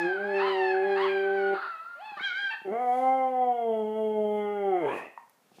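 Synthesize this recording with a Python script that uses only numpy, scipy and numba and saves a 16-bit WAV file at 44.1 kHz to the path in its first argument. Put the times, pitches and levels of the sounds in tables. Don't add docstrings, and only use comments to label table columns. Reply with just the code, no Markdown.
import sys
import numpy as np
from scipy import signal
from scipy.fft import rfft, irfft
from scipy.io import wavfile
from scipy.ndimage import uniform_filter1d
from numba import njit

SR = 44100
rng = np.random.default_rng(int(sys.argv[2]) if len(sys.argv) > 2 else 0)


def dump_mix(stems):
    frames = np.atleast_2d(stems).T
    limited = np.clip(frames, -1, 1)
    pcm = np.round(limited * 32767).astype(np.int16)
    wavfile.write(sys.argv[1], SR, pcm)


N = 246959
TIME = np.arange(N) / SR

# frequency in Hz, gain in dB.
ROOM_TONE_EQ = [(18, -77.5), (30, -41.5), (107, -19), (240, -10.5), (281, -13), (320, -18.5), (552, -11.5),
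                (1830, -18.5), (2700, -24), (3680, -26), (15000, -29)]
ECHO_EQ = [(150, -17.5), (400, -13), (800, -4), (1300, -7.5), (2000, -1), (3000, -1), (6000, -2.5),
           (14000, -20)]

# start in seconds, strength in dB.
SOFA_BUMPS = [(2.118, -56), (2.17, -53), (2.207, -47), (2.438, -57), (2.617, -54.5), (5.517, -58.5),
              (5.585, -51.5)]
JAW_CLAPS = [(5.176, -34)]
LIP_TICKS = [(5.296, -55)]
# frequency in Hz, gain in dB, time to fall 60 dB in seconds.
CUSHION_MODES = [(212, 3, .06), (384, 9.5, 0.018), (750, 6, 0.029), (1300, -35.5, .015), (2800, -38, 0.012)]
JAW_MODES = [(718, -26, 0.02), (944, -3.5, 0.1), (1024, 2.5, 0.02), (1850, -7.5, 0.035), (2590, -27, 0.033)]
# time in seconds, level in dB.
SLIDE_LEVEL = [(5.42, -79), (5.5, -73), (5.55, -65), (5.6, -57)]
# frequency in Hz, gain in dB.
SLIDE_EQ = [(71, -41), (120, 1), (251, -4), (765, -10), (1140, -44), (1360, -20.5), (2070, -25),
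            (2580, -12.5), (14000, -31)]

# peak time in seconds, peak level in dB, rise and fall in dB per second.
HISS_SWELLS = [(2.98, -61.5, 60, 49.5), (4.979, -58.5, 101.5, 228)]
# frequency in Hz, gain in dB.
HISS_EQ = [(4000, -0.5), (5500, -5.5), (6800, 0.5), (7600, -3.5), (8500, -4), (9200, 2.5), (10200, 1),
           (11200, -6.5), (12300, -5.5), (13300, -7.5), (15000, -11.5)]
RASP_EQ = [(560, -15.5), (950, -3.5), (1090, 0), (1360, -3), (1870, -7), (2260, -27), (2590, -17),
           (3240, -26), (3750, -20.5), (4490, -19), (5500, -53), (14000, -57)]
SQUEAL_AIR_EQ = [(120, -31.5), (300, 0), (1000, -7), (1600, 7.5), (2250, 0.5), (2650, -23.5), (3300, -4.5),
                 (4500, -12), (6000, -23), (14000, -41)]

# time in seconds, pitch in Hz, body and treble faders in dB.
WHINE = [(0.0, 861.7, -31, -42), (0.08, 803, -34.5, -51), (0.18, 749.7, -35.5, -63),
         (0.3, 846.3, -36, -51.5), (0.37, 885, -39, -41), (0.39, 838, -32, -43.5),
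         (0.44, 1009, -32.5, -47.5), (0.48, 1042.6, -33.5, -44.5), (0.56, 929.4, -35.5, -44),
         (0.7, 860.5, -32.5, -43.5), (0.755, 789, -38.5, -59), (0.78, 846.3, -36.5, -60.5),
         (0.95, 814, -35, -46), (1.0, 983, -33, -42.5), (1.04, 1081, -31, -48), (1.1, 807.7, -41, -43.5),
         (1.3, 758.6, -34, -64), (1.35, 787.6, -39, -51.5), (1.42, 726.4, -32.5, -52.5),
         (1.52, 726.7, -33, -56.5), (1.6, 692.4, -36, -65), (1.7, 683, -35, -62.5), (1.76, 641, -44.5, -57),
         (1.92, 704, -43.5, -74), (1.99, 694, -47.5, -71)]
WHIMPER = [(1.96, 563, -53.5, -64), (1.991, 640, -48, -65), (2.021, 830, -43.5, -57),
           (2.059, 878, -44, -44.5), (2.12, 832, -41, -58.5), (2.165, 782, -46.5, -56)]
SQUEAL = [(2.175, 593, -39, -43), (2.22, 786, -36, -43), (2.25, 810, -33, -34), (2.32, 707, -32.5, -43.5),
          (2.36, 762, -31, -42.5), (2.405, 813, -31.5, -39.5), (2.46, 792, -32, -43.5),
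          (2.505, 772, -32.5, -52)]
SQUEAK = [(2.513, 906, -36, -38), (2.544, 882, -35.5, -50)]
# frequency in Hz, relative gain in dB.
WHINE_BODY_EQ = [(640, -13.5), (740, -30), (800, -1.5), (870, 1.5), (1100, -0.5), (1400, 2), (1800, 2.5),
                 (2100, -11.5)]
WHIMPER_BODY_EQ = [(570, -10), (870, -5), (1250, -20), (1750, -16.5)]
SQUEAL_BODY_EQ = [(600, -9), (740, -30.5), (810, -12.5), (1200, 3), (1650, 4)]
WHINE_TREBLE_EQ = [(2000, 10.5), (2350, 4.5), (2650, 8.5), (3200, 1), (3600, -9), (4050, -7), (4450, -6.5),
                   (4900, -13.5), (5600, -28), (9000, -33), (14000, -49.5)]
SQUEAL_TREBLE_EQ = [(2150, 13.5), (2420, -7.5), (2650, -24), (2900, -8.5), (3200, 5), (3600, -12.5),
                    (4050, -9), (4500, -13.5), (4900, -19), (5600, -26), (9000, -41.5), (14000, -48)]
# start and length in seconds, added roughness 0-1, rush of air in dB.
CRACKS = [(0.402, 0.088, 0.35, -37), (.98, 0.071, 0.43, -39.5), (1.55, 0.12, 0.79, -46.5),
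          (2.189, .008, .6, -46), (2.535, 0.0046, 0.41, -48)]
WHINE_ROUGHNESS, CRACK_RISE_S, CRACK_FALL_S = .083, .03, .045
# time in seconds, drop as a share of the pitch.
FLICKS, FLICK_S = [(.179, .049), (.755, .081), (1.089, .054)], .018

# time in seconds, opening 0-1.
JAW_OPENING = [(4.8, 0.3), (4.88, 0.24), (4.94, 0.71), (5, 0.65), (5.08, 0.94)]
# centre closed and open in Hz, width in Hz, gain closed and open in dB.
MOUTH_FORMANTS = [(376, 334, 510, -8.5, 12.5), (722, 1246, 96, 17, 0), (1436, 2010, 116, -10.5, 10),
                  (2060, 2724, 240, -16.5, 6)]

# time in seconds, pitch in Hz, body level in dB.
FIRST_HOWL = [(0, 171.5, -35), (.06, 174.5, -28.5), (.146, 193.6, -31), (.24, 204, -33),
              (.35, 197.2, -25.5), (.66, 188, -27), (.82, 191.3, -27), (.87, 197.7, -25.5),
              (1.03, 193.4, -25.5), (1.4, 196.6, -27.5), (1.54, 195.5, -24), (1.585, 192.1, -42)]
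SECOND_HOWL = [(2.655, 197, -37), (2.694, 189, -30), (2.73, 222.3, -32.0), (2.81, 250.4, -29),
               (2.9, 244.8, -27.5), (3.02, 260.4, -26), (3.16, 263.4, -27), (3.3, 257.1, -28),
               (3.48, 247.3, -24), (3.57, 237.1, -32), (3.71, 224, -26.5), (3.83, 213.8, -29),
               (4.0, 218.5, -28.5), (4.22, 211.8, -26.5), (4.4, 208.4, -28.0), (4.53, 206, -32),
               (4.68, 195.7, -24.0), (4.76, 180.3, -25), (4.8, 173.4, -33), (4.855, 142.4, -26.5),
               (4.92, 126.2, -41)]
# time in seconds, level through mouth and through nose in dB.
SECOND_TREBLE = [(2.655, -63, -74), (2.73, -47.5, -74), (2.95, -46.5, -65), (3.3, -52, -68.5),
                 (3.7, -59, -63), (4.22, -59, -59.5), (4.38, -52, -56.5), (4.5, -44.5, -65),
                 (4.65, -53, -62.5), (4.76, -44, -66), (4.92, -51, -57)]
# frequency in Hz, relative gain in dB.
FIRST_BODY_EQ = [(175, -14.5), (188, -32.5), (203, -16.5), (350, 1.5), (390, 3), (410, -10), (530, -13),
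                 (590, -12), (700, -18.5), (755, -3), (810, -19)]
SECOND_BODY_EQ = [(180, -21), (213, -7), (223, -12.5), (237, -24), (262, -14), (290, -18), (375, 6.5),
                  (430, -0.5), (480, -8), (525, -9), (610, -8.5), (680, -5), (745, 1.5), (790, -6),
                  (840, -9.5), (920, -20.5), (1050, -19)]
FIRST_THROAT_EQ = [(950, 2.5), (1170, 0.5), (1500, 1), (2150, 7), (2500, 1), (3200, -42), (5000, -39.5)]
SECOND_THROAT_EQ = [(1000, -5), (1240, 2), (1480, -4), (1780, -14), (1950, -8), (2090, 1.5), (2210, -5),
                    (2400, -26), (2800, -26), (3600, -55)]
NOSE_EQ = [(2000, -38), (2550, -28), (2880, -8), (3030, -13), (3180, 0), (3320, -6), (3470, -30),
           (3600, -46), (5500, -50), (6800, -31), (7600, -46), (8500, -26), (9200, -43), (10000, -27),
           (11300, -46), (12200, -26), (13300, -48)]
# start and length in seconds, added roughness 0-1.
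HOARSE_PATCHES = [(1.55, .03, 0.38), (2.65, .07, 0.65), (4.88, .05, 0.65)]
HOWL_ROUGHNESS = .085


def from_db(db):
    return 10 ** (np.asarray(db) / 20)


def unit_rms(x):
    return x / np.sqrt(np.mean(x ** 2) + 1e-20)


def curves(rows):
    times, *columns = np.transpose(rows)
    return [np.interp(TIME, times, column) for column in columns]


def gate(rows, fade_s, t=TIME):
    return np.clip(1 + np.minimum(t - rows[0][0], rows[-1][0] - t) / fade_s, 0, 1) ** 2


def bursts(rows, rise_s, fall_s):
    return sum(np.interp(TIME, [s - rise_s, s, s + length, s + length + fall_s], [0, height, height, 0])
               for s, length, height in rows)


def eq_gain(eq, hz):
    points_hz, db = np.transpose(eq)
    return from_db(np.interp(np.log(hz + 1), np.log(points_hz), db))


def butter(x, order, hz, kind):
    return signal.sosfilt(signal.butter(order, hz, kind, fs=SR, output="sos"), x)


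def noise(eq, size=N):
    white = rfft(rng.standard_normal(size), 2 ** 18)
    gains = eq_gain(eq, np.linspace(0, SR / 2, len(white)))
    return unit_rms(irfft(white * gains)[:size])


def drift(rate_hz, size=N):
    pole = np.exp(-2 * np.pi * rate_hz / SR)
    wander = signal.lfilter([1], [1, -2 * pole, pole * pole], rng.standard_normal(size + SR))
    return unit_rms(wander[SR:])


@njit
def resonance(x, hz, width_hz):
    r, y = np.exp(-np.pi * width_hz / SR), np.zeros(len(x))
    for i in range(2, len(x)):
        drive = (1 - r * r) / 2 * (x[i] - x[i - 2])
        y[i] = drive + 2 * r * np.cos(2 * np.pi * hz[i] / SR) * y[i - 1] - r * r * y[i - 2]
    return y


def room_tone(level_db=-68):
    return from_db(level_db) * noise(ROOM_TONE_EQ)


def room_echo(x, t60=.41, first_echo_s=.0044):
    t = TIME[:SR * 3 // 4]
    tail = noise(ECHO_EQ, len(t)) * from_db(-60 * t / t60) * (t > first_echo_s)
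    send = np.sqrt(np.mean(eq_gain(ECHO_EQ, np.linspace(0, SR / 2, len(t))) ** 2))
    return signal.fftconvolve(x, send * tail / np.linalg.norm(tail))[:N]


def strike(hits, modes, contact_hz):
    t = TIME[:SR // 4]
    ring = sum(from_db(db - 60 * t / t60) * np.sin(2 * np.pi * hz * t) for hz, db, t60 in modes)
    blows = np.zeros(N)
    for s, db in hits:
        blows[round(s * SR)] = from_db(db)
    return butter(signal.fftconvolve(blows, ring)[:N], 2, [modes[0][0], contact_hz], "band")


def movements():
    slide_db, = curves(SLIDE_LEVEL)
    slide = from_db(slide_db + 2 * drift(60)) * noise(SLIDE_EQ) * gate(SLIDE_LEVEL, .02)
    tick = sum(from_db(db - 3500 * np.abs(TIME - s)) * (TIME > s) for s, db in LIP_TICKS)
    lips = tick * noise([(2000, -13), (5000, -3), (8500, 0), (12000, 6), (15000, -10)])
    jaw = strike(JAW_CLAPS, JAW_MODES, contact_hz=1990)
    bumps = strike(SOFA_BUMPS, CUSHION_MODES, contact_hz=4000)
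    return jaw + bumps + slide + lips


def teeth_hiss():
    swells = sum(from_db(db - np.maximum(rise * (s - TIME), fall * (TIME - s)))
                 for s, db, rise, fall in HISS_SWELLS)
    return swells * noise(HISS_EQ)


def leak_level(phrase, mean_db, follow=.57):
    effort_db = curves(phrase)[1] - np.mean(np.array(phrase)[:, 2])
    return from_db(mean_db + follow * effort_db) * gate(phrase, .017)


def rasp():
    cracks = bursts([(s, length, from_db(db)) for s, length, _, db in CRACKS], CRACK_RISE_S, CRACK_FALL_S)
    rush = butter(noise(RASP_EQ), 2, 400, "high")
    leak = leak_level(WHINE[:-1] + WHIMPER, mean_db=-54.5)
    squeal_air = leak_level(SQUEAL, mean_db=-55) * noise(SQUEAL_AIR_EQ)
    flutter = from_db(1.8 * drift(65))
    return ((leak + cracks) * rush + squeal_air) * flutter


def mouth(source, chest_hz=140., chest_width_hz=110., chest_db=-11.5):
    opening, = curves(JAW_OPENING)
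    out = from_db(chest_db) * resonance(source, np.full(N, chest_hz), chest_width_hz)
    for closed_hz, open_hz, width_hz, closed_db, open_db in MOUTH_FORMANTS:
        hz = closed_hz + opening * (open_hz - closed_hz)
        gain = from_db(closed_db + opening * (open_db - closed_db))
        first_pass = resonance(source, hz, float(width_hz))
        out += gain * resonance(first_pass, hz, .85 * width_hz)
    return butter(out, 6, 3300, "low")


def growl(start_s=4.88, rise_s=.08, hold_s=.055, level_db=-32.5, fade_db_per_s=121,
          start_hz=134.7, sag_octaves_per_s=4.5):
    age = TIME - start_s
    rate_hz = start_hz * 2 ** (-sag_octaves_per_s * np.maximum(age, -rise_s))
    cycles = np.cumsum(rate_hz * (1 + .1 * drift(50))) / SR
    pulses = np.diff(np.floor(cycles), prepend=0) * from_db(drift(61.4))
    puffs = rng.standard_normal(N) * np.exp(-3 * (cycles % 1))
    voiced = mouth(unit_rms(pulses) + .67 * unit_rms(puffs))
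    levelled = voiced / np.sqrt(uniform_filter1d(voiced ** 2, size=1500) + 1e-12)
    attack = np.clip(1 + age / rise_s, 0, 1)
    decay = from_db(level_db - fade_db_per_s * np.maximum(age - hold_s, 0))
    return attack * decay * levelled * gate(JAW_OPENING, .059)


def voice(phrase, roughness, outlets, jitter, jitter_hz, flutter_hz, fade_s, shimmer=.4, bend=1):
    live = gate(phrase, fade_s) > 0
    t, rough, out = TIME[live], roughness[live], np.zeros(N)
    pitch = (curves(phrase)[0] * bend)[live]
    wobble = 1 + jitter * rough * drift(jitter_hz, len(t))
    phase = 2 * np.pi * np.cumsum(pitch * wobble) / SR
    gains = {}
    for harmonics, eq, level_db, flutter_db in outlets:
        shape = eq_gain(eq, np.outer(harmonics, pitch))
        shape = shape * from_db(level_db[live]) / np.linalg.norm(shape, axis=0)
        for k, gain in zip(harmonics, shape):
            gains[k] = gains.get(k, 0) + gain * from_db(flutter_db * drift(flutter_hz, len(t)))
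    tone = sum(gain * np.sin(k * phase + rng.uniform(0, 2 * np.pi)) for k, gain in gains.items())
    tremble = 1 + shimmer * rough * drift(jitter_hz, len(t))
    out[live] = np.sqrt(2) * tone * tremble * gate(phrase, fade_s, t)
    return out


def whines():
    rough = WHINE_ROUGHNESS + bursts([row[:3] for row in CRACKS], CRACK_RISE_S, CRACK_FALL_S)
    duck_db = 2.5 * rough
    bend = 1 - bursts([(s, 0, drop) for s, drop in FLICKS], FLICK_S, FLICK_S)
    tone = 0
    for phrase, body_eq, treble_eq in ((WHINE, WHINE_BODY_EQ, WHINE_TREBLE_EQ),
                                       (WHIMPER, WHIMPER_BODY_EQ, WHINE_TREBLE_EQ),
                                       (SQUEAL, SQUEAL_BODY_EQ, SQUEAL_TREBLE_EQ),
                                       (SQUEAK, WHINE_BODY_EQ, WHINE_TREBLE_EQ)):
        _, body_db, treble_db = curves(phrase)
        outlets = [(np.arange(1, 3), body_eq, body_db - duck_db, 1.3),
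                   (np.arange(3, 16), treble_eq, treble_db, 3.0)]
        tone += voice(phrase, rough, outlets, jitter=.067, jitter_hz=94, flutter_hz=11,
                      fade_s=.018, bend=bend)
    return butter(tone, 3, 480, "high")


def howl(phrase, body_eq, throat_eq, mouth_db, nose_db, fade_s):
    _, body_db = curves(phrase)
    rough = HOWL_ROUGHNESS + bursts(HOARSE_PATCHES, rise_s=.074, fall_s=.078)
    outlets = [(np.arange(1, 5), body_eq, body_db, .8),
               (np.arange(5, 26), throat_eq, mouth_db, 1.9),
               (np.arange(5, 66), NOSE_EQ, nose_db, 2.2)]
    return voice(phrase, rough, outlets, jitter=.03, jitter_hz=51, flutter_hz=6.7, fade_s=fade_s)


def howls(leak_db=-39):
    _, body_db = curves(FIRST_HOWL)
    first = howl(FIRST_HOWL, FIRST_BODY_EQ, FIRST_THROAT_EQ,
                 mouth_db=body_db - 25.5, nose_db=body_db - 37, fade_s=.013)
    second = howl(SECOND_HOWL, SECOND_BODY_EQ, SECOND_THROAT_EQ, *curves(SECOND_TREBLE), fade_s=.012)
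    folds = first + second
    breath = noise([(30, 18), (150, -19), (400, -10.5), (1000, -22.5), (2500, -34.5), (3500, -50.5)])
    return folds + from_db(leak_db) * folds * breath


def scene():
    dog = howls() + from_db(-.5) * whines() + rasp() + growl() + teeth_hiss() + movements()
    return (dog + room_echo(dog) + room_tone())[None]


def record(dry, bass_cut_hz=105, top_cut_hz=15300):
    thin = butter(dry, 3, bass_cut_hz, "high")
    return signal.sosfilt(signal.ellip(10, .1, 80, top_cut_hz, fs=SR, output="sos"), thin)


dry = scene()
out = record(dry)
dump_mix(out)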